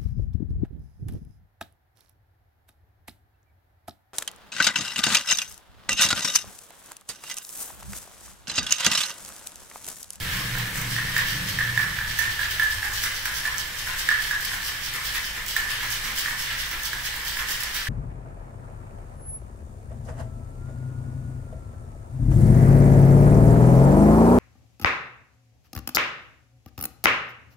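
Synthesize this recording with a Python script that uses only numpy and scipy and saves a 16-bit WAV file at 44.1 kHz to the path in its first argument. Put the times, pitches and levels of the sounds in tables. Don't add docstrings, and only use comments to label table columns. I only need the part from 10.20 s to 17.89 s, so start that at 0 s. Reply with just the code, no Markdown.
import sys
import numpy as np
from scipy import signal
from scipy.fft import rfft, irfft
from scipy.io import wavfile
from scipy.ndimage import uniform_filter1d

SR = 44100
rng = np.random.default_rng(int(sys.argv[2]) if len(sys.argv) > 2 else 0)


def decibels_to_gain(level_db):
    exponent = np.asarray(level_db, float) / 20
    return 10 ** exponent


def generate_wav(signal):
    frames = np.transpose(np.atleast_2d(signal))
    scaled = np.clip(frames, -1, 1) * 32767
    pcm = np.round(scaled).astype(np.int16)
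    wavfile.write(sys.argv[1], SR, pcm)


N = 338996

# start in [s], peak in [dB], ring in [Hz], ring length in [ms].
BASE_KNOCKS = [(0.1389, -34, 1700, 4.7), (0.3525, -22, 1610, 1.8), (0.557, -28, 1710, 2.5),
               (0.7639, -17.5, 1785, 2.9), (0.9649, -16, 1777, 4.2), (1.388, -14.5, 1754, 4.2),
               (1.5763, -16, 1770, 6.4), (1.6925, -34, 1766, 9.6), (1.7879, -20, 1690, 3.1),
               (1.9905, -18, 1785, 9.9), (2.1929, -20.5, 1700, 5.4), (2.397, -16.5, 1733, 9.6),
               (2.6288, -20, 1714, 4.3), (2.7019, -33, 1680, 6.8), (2.8376, -14.5, 1740, 1.3),
               (3.057, -20, 1680, 2), (3.2527, -23, 1740, 10), (3.675, -19.5, 1690, 1.7),
               (3.889, -13.5, 1740, 6.6), (4.1102, -19, 1693, 4.6), (4.3169, -22.5, 1680, 1.9),
               (4.9494, -21.5, 1790, 2.1), (5.3646, -19.5, 1774, 6), (5.4839, -30, 1800, 4.4),
               (6.0597, -20, 1750, 2.8), (6.7321, -23, 1690, 2.8), (6.9404, -32, 1740, 5.9),
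               (7.0685, -35, 1860, 5.5), (7.17, -21, 1790, 2.5), (7.671, -20, 1740, 2.9)]


def unit(x):
    return x / np.sqrt(np.mean(x ** 2))


def colour(x, points):
    hz, db = np.transpose(points)
    log_hz = np.log(np.arange(N // 2 + 1) * SR / N + 1)
    return irfft(rfft(x) * decibels_to_gain(np.interp(log_hz, np.log(hz), db)), N)


def ring(x, hz, width_hz):
    return signal.lfilter(*signal.iirpeak(hz, hz / width_hz, SR), x)


def ring_twice(x, hz, width_hz):
    return ring(ring(x, hz, width_hz), hz, width_hz)


def grains(per_s, spread_db):
    hit = rng.random(N) < per_s / SR
    size = decibels_to_gain(spread_db * np.minimum(rng.exponential(size=N), 3))
    return unit(hit * rng.choice([-1, 1], N) * size)


def place(times_s, sounds):
    out = np.zeros(N + sounds.shape[1])
    for s, sound in zip(times_s, sounds):
        start = int(s * SR)
        out[start:start + len(sound)] += sound
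    return out[:N]


def hard_contacts():
    # start in [s], peak in [dB], body in [dB re the edge].
    crack_rows = [(0.146, -29, -12), (0.169, -22, -25), (0.385, -22, -10), (0.615, -21, -13),
                  (0.965, -29, -11), (0.9792, -15.5, -16), (1.9886, -15, -17), (2.3092, -23, -16),
                  (2.396, -21, -27), (2.736, -24, -9), (2.8374, -18, -20), (3.055, -19, -23),
                  (3.382, -22.5, 0), (3.8886, -33, 6), (4.2081, -23, -14), (4.249, -19, -20),
                  (4.7375, -20, -8), (5.263, -24, -7), (5.2825, -22, -3), (5.3646, -19, -32),
                  (5.7044, -26, -5), (6.5126, -25, -20), (6.634, -24, -6), (6.731, -27, -9),
                  (6.963, -22, -16), (7.0494, -26, -14), (7.2864, -26, -21), (7.405, -20, -19),
                  (7.4345, -16.5, -20), (7.5457, -30, -35)]
    lead_s, touch_db, touch_body_db = 0.00077, -10.5, -8
    touches = [(s - lead_s, db + touch_db, touch_body_db) for s, db, *_ in BASE_KNOCKS]
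    return np.transpose(crack_rows + touches)[:, :, None]


def chip_beams(per_s, spread_db, shared):
    own = np.array([grains(per_s, spread_db) for _ in "LR"])
    return own + shared * grains(per_s, spread_db)


def tin_wall(x, modes):
    return sum((-1) ** k * decibels_to_gain(db) * ring(x, hz, width_hz) for k, (hz, width_hz, db) in enumerate(modes))


def rattle():
    # time of peak in [s], chips in [dB], cubes in [dB].
    to_cap = [(0.725, -38, -40), (1.094, -37.5, -49), (1.297, -39.5, -62), (1.905, -44, -46),
              (2.13, -46, -52), (2.337, -44, -43), (2.533, -38.5, -49), (2.762, -36.5, -39),
              (2.97, -44, -46), (3.173, -38.5, -49), (3.404, -41.5, -64), (3.592, -42.5, -62),
              (3.801, -36.5, -38), (4.04, -36.5, -40), (4.25, -39.5, -48), (4.467, -35, -46),
              (4.659, -41, -38.5), (4.867, -35.5, -41), (5.062, -42, -52), (5.306, -36, -45),
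              (5.518, -37.5, -34.5), (5.732, -36, -45), (5.993, -32.5, -43), (6.213, -37, -40),
              (6.413, -41, -40), (6.662, -38.5, -58), (6.864, -40, -38), (7.089, -36.5, -45),
              (7.319, -33.5, -37.5), (7.573, -35.5, -38)]
    # time of peak in [s], chips in [dB], cubes in [dB], drink in [dB].
    to_base = [(0.149, -49, -62, -45), (0.375, -53, -46, -39), (0.578, -37.5, -58, -31.5),
               (0.989, -54, -38, -53), (1.41, -52, -55, -53), (1.606, -44, -41, -38),
               (2.013, -39, -33, -47), (2.228, -41, -34, -61), (2.424, -37.5, -44, -54),
               (2.653, -41, -48, -39), (2.846, -34.5, -34.5, -42), (3.08, -43, -37, -44),
               (3.269, -41, -37.5, -37), (3.682, -43, -39, -37), (3.912, -48, -30.5, -51),
               (4.114, -51, -48, -58), (4.334, -40, -59, -37.5), (4.761, -41.5, -44, -35.5),
               (4.959, -38, -31.5, -37.5), (5.178, -49.5, -41, -37.5), (5.387, -39, -40, -37),
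               (5.632, -44, -36, -33.5), (5.864, -42, -40, -35), (6.098, -42, -48, -37.5),
               (6.305, -54, -35, -49), (6.537, -49, -68, -39), (6.966, -49, -63, -41),
               (7.194, -41, -39, -37.5), (7.437, -48, -49, -43)]
    # time in [s], level in [dB].
    chatter = [(0.0, -21.5), (0.64, -28), (0.92, -21.5), (1.39, -25.5), (1.86, -26), (2.332, -28),
               (3.25, -28.5), (4.07, -27), (4.45, -26.5), (4.71, -29), (5.27, -30.5), (5.8, -26),
               (6.19, -27), (6.51, -27.5), (7.69, -28)]
    # frequency in [Hz], level in [dB].
    hiss = [(2000, -17), (5000, 1.5), (7000, 2.5), (10000, 0), (12000, 1), (14000, -0.5), (16000, 0.5),
            (18000, -37)]
    # frequency in [Hz], level in [dB].
    slosh = [(300, -10.5), (700, -19), (1000, -1.5), (1400, -0.5), (2200, 3), (4000, -20)]
    # frequency in [Hz], width in [Hz], level in [dB].
    wall_low = [(1750, 400, 5), (2475, 2370, -5.5), (1740, 50, 3), (2900, 900, -2.5), (3830, 1400, 1.5)]
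    # frequency in [Hz], width in [Hz], level in [dB].
    wall_high = [(3048, 315, 4), (4620, 590, 1.5), (5284, 470, 8.5), (5450, 604, 7.5), (6480, 490, -8)]

    cap_ring_db, base_ring_db, ring_growth = -32, -42.5, 0.44
    cap_drink_db = -59
    cap = [(*row, cap_drink_db, cap_ring_db) for row in to_cap]
    base = [(*row, base_ring_db) for row in to_base]
    s, chips_db, cubes_db, drink_db, ring_db = np.transpose(cap + base)[:, :, None]
    ring_db = ring_db + ring_growth * (chips_db + 38)

    rise_s, fall_s, lead_s = 0.03, 0.031, 0.06
    t = np.arange(9000) / SR - lead_s
    swell = np.where(t < 0, np.exp(-(t / rise_s) ** 2), np.exp(-t / fall_s))
    start_s = s[:, 0] - lead_s
    rest = decibels_to_gain(np.interp(np.arange(N) / SR, *np.transpose(chatter)))

    contact_s, contact_db, _ = hard_contacts()
    spray_fade = np.exp(-np.arange(4000) / SR / 0.0099)
    spray = place(contact_s[:, 0], decibels_to_gain(contact_db - 20) * spray_fade)

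    layers = [(chips_db - 0.4, -20, 1.0, colour(chip_beams(2200, 5.1, 0.71), hiss)),
              (cubes_db - 2.5, -14, 0.56, tin_wall(chip_beams(1000, 4.9, 0.85), wall_low)),
              (ring_db - 5, -21, 0.88, tin_wall(chip_beams(2000, 4.3, 0.11), wall_high)),
              (drink_db - 5, -22, 0.45, colour(grains(1500, 8.1), slosh))]
    out = 0
    for surge_db, rest_db, splinter_gain, sound in layers:
        level = place(start_s, decibels_to_gain(surge_db) * swell) + decibels_to_gain(rest_db) * rest + splinter_gain * spray
        out = out + level * unit(sound)
    return out


def knocks():
    s, db, hz, ms = np.transpose(BASE_KNOCKS)[:, :, None]
    t = np.arange(8000) / SR
    attack = np.minimum(t / 0.00066, 1)
    fade = np.exp(-(1000 * t / ms) ** 2) + decibels_to_gain(-36.5) * np.exp(-t / 0.033)
    base = np.sin(2 * np.pi * hz * t) * attack * fade
    thud_hz = 1080 * (1 + 0.1 * rng.standard_normal((len(s), 1)))
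    thud = np.sin(2 * np.pi * thud_hz * t) * np.exp(-t / 0.0047)
    thud_db = -26.5 + 2.5 + 0.38 * db
    return place(s[:, 0] - 0.0003, decibels_to_gain(db + 6) * base + decibels_to_gain(thud_db) * thud)


def cracks():
    s, db, body_db = hard_contacts()
    click_s = s[:, 0] + 0.00024
    edge = ring_twice(place(click_s, decibels_to_gain(db + 16.5)), 15400, 8700)
    body = ring_twice(place(click_s, decibels_to_gain(db + body_db + 26)), 7700, 4000)
    low = ring_twice(place(click_s, decibels_to_gain(db)), 4400, 3500)
    return edge + body + low


def response():
    # delay in [ms], left in [dB], right in [dB].
    early_echoes = [(8.01, -8, -14), (12.7, -20.5, -8.5), (16.55, -11.5, -5), (20.34, -6, -10),
                    (23.26, -3.5, -1.5), (28.47, -3.5, -31), (32.8, -7.5, -12), (38, -6, -9),
                    (49.94, -27.5, -16), (62.04, -13, -11.5), (69.65, -13.5, -8.5), (87.4, -17, -7.5)]
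    # frequency in [Hz], T60 in [s].
    tail_t60 = [(500, 1), (1700, 0.9), (4000, 0.47), (8000, 1), (16000, 0.35)]
    # left, right in [dB].
    tail_db = (-32, -32.5)
    # left, right in [dB].
    direct_db = (-2.5, 0)
    left_lag = 2

    t = np.arange(SR) / SR
    hz, t60_s = np.transpose(tail_t60)
    onset = np.clip((t - 0.012) / 0.0095, 0, 1)
    echo = 0
    for band_hz in 500 * 2. ** np.arange(0, 5.1, 0.5):
        fade = decibels_to_gain(-60 * t / np.interp(np.log(band_hz), np.log(hz), t60_s)) * onset
        mid, side = ring(rng.standard_normal((2, SR)), band_hz, band_hz / 3)
        side = side * min(band_hz / 1800, 1)
        echo = echo + fade * np.array([mid + side, mid - side]) * decibels_to_gain(tail_db)[:, None]
    for ms, *db in early_echoes:
        at = int(ms * SR / 1000) + rng.integers(25) + rng.integers(3, size=2)
        echo[[0, 1], at] += decibels_to_gain(np.array(db) + 0.5)
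    echo = signal.lfilter([0.3], [1, -0.7], echo)
    scatter = np.diff(rng.standard_normal((2, 301))) * np.exp(-t[:300] / 0.0016)
    echo[:, :300] += decibels_to_gain(-18) * scatter
    echo[0, left_lag] += decibels_to_gain(direct_db[0])
    echo[1, 0] += decibels_to_gain(direct_db[1])
    return echo


def room(x, count=7):
    hold = 3000
    spot = np.repeat(rng.integers(count, size=N // hold + 1), hold)[:N]
    out = 0
    for k in range(count):
        share = np.sqrt(np.abs(uniform_filter1d(1. * (spot == k), size=1500)))
        out = out + signal.fftconvolve(x * share, response(), axes=1)[:, :N]
    return out


def background():
    # time in [s], engine drone in [dB], throb of the lower gear in [dB].
    lorry = [
        (0.0, -37, -32),
        (0.3, -35, -54),
        (0.9, -36.5, -47),
        (1.3, -35.5, -42.5),
        (1.7, -40, -42),
        (2.2, -53, -43.5),
        (2.8, -65, -45),
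        (3.102, -52.5, -51),
        (7.69, -50.5, -57),
    ]
    # frequency in [Hz], width in [Hz], level in [dB].
    drone_bands = [(118.4, 7.5, -2.5), (141.7, 18.6, -5.5), (182, 21, -9), (273, 82, -15),
                   (480, 140, -18.5)]
    # frequency in [Hz], density in [dB per Hz].
    hum_spectrum = [(65, -25), (120, 2), (156, -3), (300, -14.5), (469, -6), (691, -8), (900, 0.5),
                    (1170, -33.5)]
    deep_spectrum = [(8, -9), (22, 1.5), (40, -9), (52, -1), (62, -5), (90, -29.5)]  # (Hz, dB)

    t = np.arange(N) / SR
    s, drone_db, throb_db = np.transpose(lorry)
    noise = rng.standard_normal((4, 2, N))
    drone = sum(decibels_to_gain(db) * unit(ring_twice(noise[0], hz, width_hz)) for hz, width_hz, db in drone_bands)
    deep = colour(noise[1], deep_spectrum)
    throb = ring_twice(noise[3], 94.6, 38)
    deep_db = -40 + 5 * np.exp(-t / 1.17)
    low = decibels_to_gain(np.interp(t, s, drone_db)) * unit(drone)
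    low = low + decibels_to_gain(np.interp(t, s, throb_db)) * unit(throb)
    low = low + decibels_to_gain(deep_db) * unit(deep)
    hum = decibels_to_gain(-53.5) * unit(colour(noise[2], hum_spectrum))
    mid = low[0] + hum[0]
    side = decibels_to_gain(-18) * low[1] + decibels_to_gain(-3) * hum[1]
    return np.array([mid + side, mid - side])


def scene():
    base_gain = decibels_to_gain(np.array([[-3.5], [0]]))
    shaker = knocks() * base_gain + cracks() + rattle()
    return room(shaker) + background()


def top_cut(x):
    return signal.sosfilt(signal.butter(12, 16960, fs=SR, output="sos"), x)


def record(dry):
    square = dry ** 2
    bent = dry + 0.7 * (square - uniform_filter1d(square, size=64))
    top_hz = 15730
    low_pass = signal.ellip(14, 0.15, 45, top_hz, fs=SR, output="sos")
    cut = signal.sosfiltfilt(low_pass, bent)
    return top_cut(cut)


dry = scene()
out = record(dry)
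generate_wav(out)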